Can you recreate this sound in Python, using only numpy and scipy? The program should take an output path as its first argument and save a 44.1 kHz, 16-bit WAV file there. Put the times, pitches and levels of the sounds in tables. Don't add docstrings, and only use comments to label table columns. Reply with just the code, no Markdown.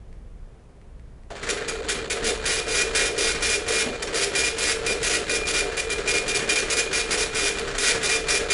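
import sys
import numpy as np
from scipy import signal
from scipy.fft import rfft, irfft
from scipy.io import wavfile
from scipy.ndimage import uniform_filter1d

SR = 44100
rng = np.random.default_rng(int(sys.argv[2]) if len(sys.argv) > 2 else 0)


def to_wav(sig):
    pcm = np.clip(np.atleast_2d(sig), -1, 1) * 32767
    pcm = np.round(pcm).astype(np.int16)
    wavfile.write(sys.argv[1], SR, pcm.T)


N = 376173
T = np.arange(N) / SR
START_S, COLUMN_HZ = 1.3, 241.15

# start and end in seconds, then relative levels
# in dB of the first strikes, the last strikes and the whine at mid-line.
PRINTED_LINES = [(1.488, 1.511, -27.5, -25.5, -30), (1.68, 1.703, -27, -30, -33),
                 (1.885, 1.93, -25.5, -28.5, -32), (2.099, 2.132, -29, -28, -36),
                 (2.241, 2.307, -26, -26, -35), (2.455, 2.601, -26.5, -28.5, -33),
                 (2.681, 2.825, -29, -24, -30), (2.949, 3.084, -23, -28, -29),
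                 (3.178, 3.322, -25, -25, -31), (3.422, 3.563, -25, -28, -30),
                 (3.679, 3.828, -27, -24, -30), (4.022, 4.033, -27, -27, -36),
                 (4.143, 4.247, -27, -23, -34), (4.351, 4.489, -25, -27, -29), (4.582, 4.73, -26, -26, -35),
                 (4.862, 4.937, -25, -28, -31), (5.028, 5.172, -26, -25, -33),
                 (5.294, 5.375, -28, -26, -26), (5.469, 5.61, -27, -24, -29), (5.767, 5.935, -27, -26, -26),
                 (6.075, 6.186, -25, -26, -23), (6.279, 6.377, -27, -25, -26), (6.49, 6.605, -24, -26, -25),
                 (6.699, 6.809, -25, -23, -27), (6.928, 7.016, -26, -27, -29),
                 (7.106, 7.24, -26.5, -25, -31), (7.347, 7.494, -27, -26, -31),
                 (7.585, 7.598, -29, -29, -35), (7.781, 7.922, -26, -22, -32),
                 (8.029, 8.172, -24.5, -25, -29), (8.283, 8.382, -24, -24, -30),
                 (8.501, 8.529, -23, -23, -26)]


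def undb(db):
    return 10 ** (np.asarray(db) / 20)


def unit(x):
    return x / np.sqrt(np.mean(x ** 2))


def noise(size=N):
    return rng.standard_normal(size)


def walk(per_s):
    return unit(np.interp(T * per_s, np.arange(4096), noise(4096)))


def curve(rows):
    return np.interp(T, *np.transpose(rows))


def ring(x, response):
    return signal.oaconvolve(x, response)[:len(x)]


def colour(x, points):
    hz, db = np.transpose(points)
    f = np.fft.rfftfreq(8192, 1 / SR)
    roll_off_db = np.interp(f, [11400, 12500], [0, -40])
    gain = unit(undb(np.interp(np.log(f + 1), np.log(hz), db) + roll_off_db))
    cepstrum = irfft(np.log(gain))
    cepstrum[1:4096] *= 2
    cepstrum[4097:] = 0
    return ring(x, irfft(np.exp(rfft(cepstrum))))


def burst(t60, size=4096):
    modes = noise(size) * undb(-60 * np.arange(size) / SR / t60)
    return modes / np.linalg.norm(modes)


def taps(times, sizes):
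    whole, part = np.divmod(np.clip(times * SR, 0, N), 1)
    whole = whole.astype(int)
    before = np.bincount(whole, sizes * (1 - part), N + 2)
    after = np.bincount(whole + 1, sizes * part, N + 2)
    return (before + after)[:N]


def resonate(x, hz, width_hz):
    return signal.lfilter(*signal.iirpeak(hz, hz / width_hz, SR), x)


def tone(hz, waver_hz):
    return np.sqrt(2) * np.sin(2 * np.pi * np.cumsum(hz + waver_hz * walk(90)) / SR)


def linger(gain, seconds):
    pole = np.exp(-1 / (seconds * SR))
    return np.sqrt(signal.lfilter([1 - pole], [1, -pole], gain ** 2 + 1e-18))


def clack_colour(x):
    # frequency in Hz, relative level in dB.
    spectrum = [(200, 1), (600, -6), (1000, -6), (1700, 2), (3000, -5.5), (4300, -9), (7500, -11),
                (10800, -20.5)]
    return colour(x, spectrum)


def room_tone(air_db=-40.5, hum_db=-49):
    # frequency in Hz, relative level in dB.
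    spectrum = [(20, -5), (27, -4), (33, -0.5), (45, -7), (75, -15), (120, -17), (200, -22.5), (300, -30),
                (460, -28.5), (900, -39), (2000, -46), (4000, -54), (11000, -58.5)]
    # time in seconds, gain in dB.
    swell = [(0, 1), (.45, 1), (.6, -6), (.85, -4), (.97, 0), (1.3, -2), (2.5, 3.5), (3.3, 5), (4, 0),
             (5.5, 2.5), (6.5, 1), (8.5, 1.5)]
    air = unit(colour(noise(), spectrum)) * undb(air_db)
    rumble = signal.sosfiltfilt(signal.butter(2, 110, fs=SR, output="sos"), air)
    hum = np.sqrt(2) * np.sin(2 * np.pi * 60 * T) * undb(hum_db + 2 * walk(4.6))
    return air - rumble + (rumble + hum) * undb(curve(swell))


def desk_ticks(t60=0.012):
    # start in seconds, relative level in dB.
    ticks = [(.128, -32), (.815, -36), (0.996, -33), (1.235, -36)]
    starts, db = np.transpose(ticks)
    return clack_colour(ring(taps(starts, undb(db)), burst(t60)))


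def motor_effort(turn_lead_s=0.024, turn_s=0.027, dip_db=-2.5, throb_db=1.5):
    # time in seconds, relative level in dB.
    drive = [(1.32, -44), (1.4, -39), (1.5, -27.5), (1.85, -32.5), (2.1, -29.5), (2.28, -24), (2.4, -32),
             (2.8, -26), (3.55, -28.5), (3.7, -25), (3.98, -33.5), (4.15, -26.5), (4.65, -29.5),
             (4.95, -26.5), (5.2, -28.5), (6.6, -28), (7.7, -30), (8.3, -26)]
    turning = sum(np.exp(-((T - start + turn_lead_s) / turn_s) ** 2) for start, *_ in PRINTED_LINES)
    return curve(drive) + dip_db * turning + throb_db * walk(24)


def stepper(effort_db, gain_db=-3.5, step_hz=441, scatter_db=3, widen=1.36):
    # frequency in Hz, nominal width in Hz, relative level in dB.
    case_modes = [(310, 19, -8.5), (409, 26.8, -4.5), (448.2, 32.8, -2), (481, 25, -11), (557, 54, -12.5),
                  (719.7, 13, -11)]
    steps = np.arange(4096) + np.cumsum(.27 * noise(4096))
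    kicks = taps(steps / step_hz, undb(scatter_db * noise(4096)))
    growl = unit(sum(undb(db) * resonate(resonate(kicks, hz, widen * width), hz, widen * width)
                     for hz, width, db in case_modes))
    strength = np.sqrt(uniform_filter1d(growl ** 2, size=4000) + .01)
    return growl / strength * undb(effort_db + gain_db)


def gears(effort_db, level_db=-36, follow=0.23, scatter_db=6, tooth_t60=0.019, parts=6, count=1500):
    # frequency in Hz, relative level in dB.
    spectrum = [(60, -9), (140, 2.5), (220, 2.5), (320, 1.5), (600, 3), (850, -0.5), (1100, -3.5),
                (1400, 4.5), (1850, 2), (3000, -5.5), (4200, -3), (5500, -14), (7500, -10.5), (10800, -31)]
    rattle = 0
    for _ in range(parts):
        times = rng.random(count) * N / SR
        sizes = undb(scatter_db * np.clip(noise(count), -2, 2))
        rattle = rattle + ring(taps(times, sizes), burst(tooth_t60))
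    extra_db = effort_db - np.median(effort_db)
    spin_up = np.interp(T, [START_S, 1.45], [.45, 1])
    return unit(colour(rattle, spectrum)) * undb(level_db + follow * extra_db) * spin_up


def turn_clacks(quick_s=.15, lead_s=.015, db=-10):
    starts, ends = np.transpose(PRINTED_LINES)[:2]
    pauses = starts[1:] - ends[:-1]
    return [(start - lead_s, db) for start in starts[1:][pauses < quick_s]]


def clacks(gain_db=11, t60=0.11, rise_s=0.002806):
    # time in seconds, relative level in dB.
    feed_clacks = [(1.3034, -22), (1.3612, -18.5), (1.429, -9), (1.4687, -10), (1.5702, -12.5),
                   (1.8418, -18), (1.9535, -11), (2.17, -12.5), (2.8695, -13), (3.3488, -6), (3.9434, -17),
                   (4.0714, -9), (5.7211, -11), (5.9812, -8), (6.39, -6.5), (6.42, -7.5), (6.6212, -7),
                   (7.6736, -8.5), (7.71, -13.5), (7.749, -8.5), (7.9477, -5), (8.4006, -9)]
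    attack = 1 - np.exp(-np.arange(4096) / SR / rise_s)
    chatter = 0
    for time, db in feed_clacks + turn_clacks():
        hit = taps(np.array([time - rise_s / 2]), undb([db]))
        chatter = chatter + ring(hit, attack * burst(t60))
    return undb(gain_db) * clack_colour(chatter)


def knocks_and_squeaks(gain_db=5.0, t60=0.12, relative_width=0.16):
    # start in seconds, relative level in dB, pitch in Hz.
    events = [(1.304, -34.5, 610), (1.573, -34, 1820), (1.613, -38, 1710), (2.215, -38, 230),
              (3.863, -34.5, 248), (3.871, -34.5, 684), (5.984, -34, 400), (6.623, -34, 423)]
    sounds = 0
    for start, db, hz in events:
        fade = undb(-60 * np.maximum(T - start, 0) / t60) * (T > start)
        sounds = sounds + undb(db) * fade * unit(resonate(noise(), hz, relative_width * hz))
    return undb(gain_db) * sounds


def while_printing(first_db, last_db):
    spaces = [(4.423, 4.435), (5.086, 5.096), (5.517, 5.536), (5.806, 5.899), (6.121, 6.137),
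              (6.321, 6.346), (6.538, 6.556), (6.742, 6.767), (7.158, 7.174), (8.078, 8.09)]
    gain = np.zeros(N)
    for (start, end, *_), first, last in zip(PRINTED_LINES, first_db, last_db):
        span = (T >= start) & (T < end)
        gain[span] = undb(np.interp(T[span], [start, end], [first, last]))
    for start, end in spaces:
        gain[int(start * SR):int(end * SR)] = 0
    return gain


def pin_force(letters_per_s=48, spread_db=1.12):
    first_db, last_db = np.transpose(PRINTED_LINES)[2:4]
    return while_printing(first_db, last_db) * undb(spread_db * walk(letters_per_s))


def print_head(force, gain_db=2.5, scatter_db=2.0, gap_db=-3, pins=9):
    # frequency in Hz, relative level in dB.
    platen = [(150, -20), (400, -10), (720, -7), (1000, -10), (1200, -6), (1450, .5), (1750, -1),
              (2400, 1.5), (3000, -2.8), (3500, .5), (4400, -2.3), (6600, -2.3), (8600, -5.2), (10800, -4)]
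    ink_chance, stroke_chance = .68, .3
    travel_hz, grain = 26, 1.25
    jitter_s, click_t60 = 2e-5, .009
    column = np.arange(int(N / SR * COLUMN_HZ))
    letter_gaps = undb(gap_db * (column % 5 == 0))
    clicks, power = 0, 0
    for pin in range(pins):
        times = (column + pin / 10) / COLUMN_HZ + jitter_s * noise(len(column))
        held, fresh, choice = rng.random((3, len(column)))
        dots = np.where(choice < stroke_chance, held[column // 5], fresh) < ink_chance
        sizes = dots * letter_gaps * undb(scatter_db * noise(len(column)))
        power += np.mean(sizes ** 2) * COLUMN_HZ / SR
        strikes = sizes * np.interp(times, T, force)
        blend = np.array([np.interp(times * travel_hz, np.arange(256), noise(256)) for _ in range(5)])
        blend = blend + grain * noise(blend.shape)
        for share in blend / np.linalg.norm(blend, axis=0):
            clicks = clicks + ring(taps(times, strikes * share), burst(click_t60, size=512))
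    return undb(gain_db) * colour(clicks, platen) / np.sqrt(power)


def clock_tones(force, gain_db=-10, linger_s=0.0021, flutter_db=2):
    # multiple of the column rate, relative level in dB.
    harmonics = [(6, -8.5), (7, -14), (8, -5), (11, -28), (13, -46), (20, -1.5), (21, -28), (30, -6),
                 (40, -5.5)]
    buzz = sum(tone(multiple * COLUMN_HZ, waver_hz=11.3) * undb(db + flutter_db * walk(40))
               for multiple, db in harmonics)
    return undb(gain_db) * linger(force, linger_s) * buzz


def whine(gain_db=-3.5, flutter_db=3, swell_db=1.5, build_s=0.0022, room_db=-3, room_s=.055):
    first_db, last_db, whine_db = np.transpose(PRINTED_LINES)[2:]
    slide_db = (last_db - first_db) / 2
    drive = while_printing(whine_db - slide_db, whine_db + slide_db)
    envelope = np.hypot(linger(drive, build_s), undb(room_db) * linger(drive, room_s))
    note = tone(10 * COLUMN_HZ, waver_hz=12.9)
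    return note * envelope * undb(gain_db + flutter_db * walk(90) + swell_db * walk(25))


def walls(x, wet_db=-3.0, delay_s=0.00225, low_t60=.45, high_t60=.29, size=32768):
    t = np.arange(size) / SR
    wash = noise(size)
    low = signal.sosfilt(signal.butter(1, 3000, fs=SR, output="sos"), wash)
    high = wash - low
    tail = (low * undb(-60 * t / low_t60) + high * undb(-60 * t / high_t60)) * (t > delay_s)
    reflections = undb(wet_db) * ring(x, tail / np.linalg.norm(tail))
    return (x + reflections) / np.hypot(1, undb(wet_db))


def scene():
    running = np.clip((T - START_S) / 0.0082, 0, 1)
    force, effort_db = pin_force(), motor_effort()
    short_sounds = walls(print_head(force) + clacks() + desk_ticks() + knocks_and_squeaks())
    head_tones = clock_tones(force) + whine()
    mechanism = running * (stepper(effort_db) + gears(effort_db))
    mono = short_sounds + head_tones + mechanism + room_tone()
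    return np.array([mono, mono])


def record(dry):
    bottom_hz, top_hz, overdrive = 20, 10880, 1.6
    thin = signal.sosfilt(signal.butter(2, bottom_hz, "high", fs=SR, output="sos"), dry)
    rounded = np.tanh(overdrive * thin) / overdrive
    return signal.sosfilt(signal.ellip(12, .2, 70, top_hz, fs=SR, output="sos"), rounded)


dry = scene()
out = record(dry)
to_wav(out)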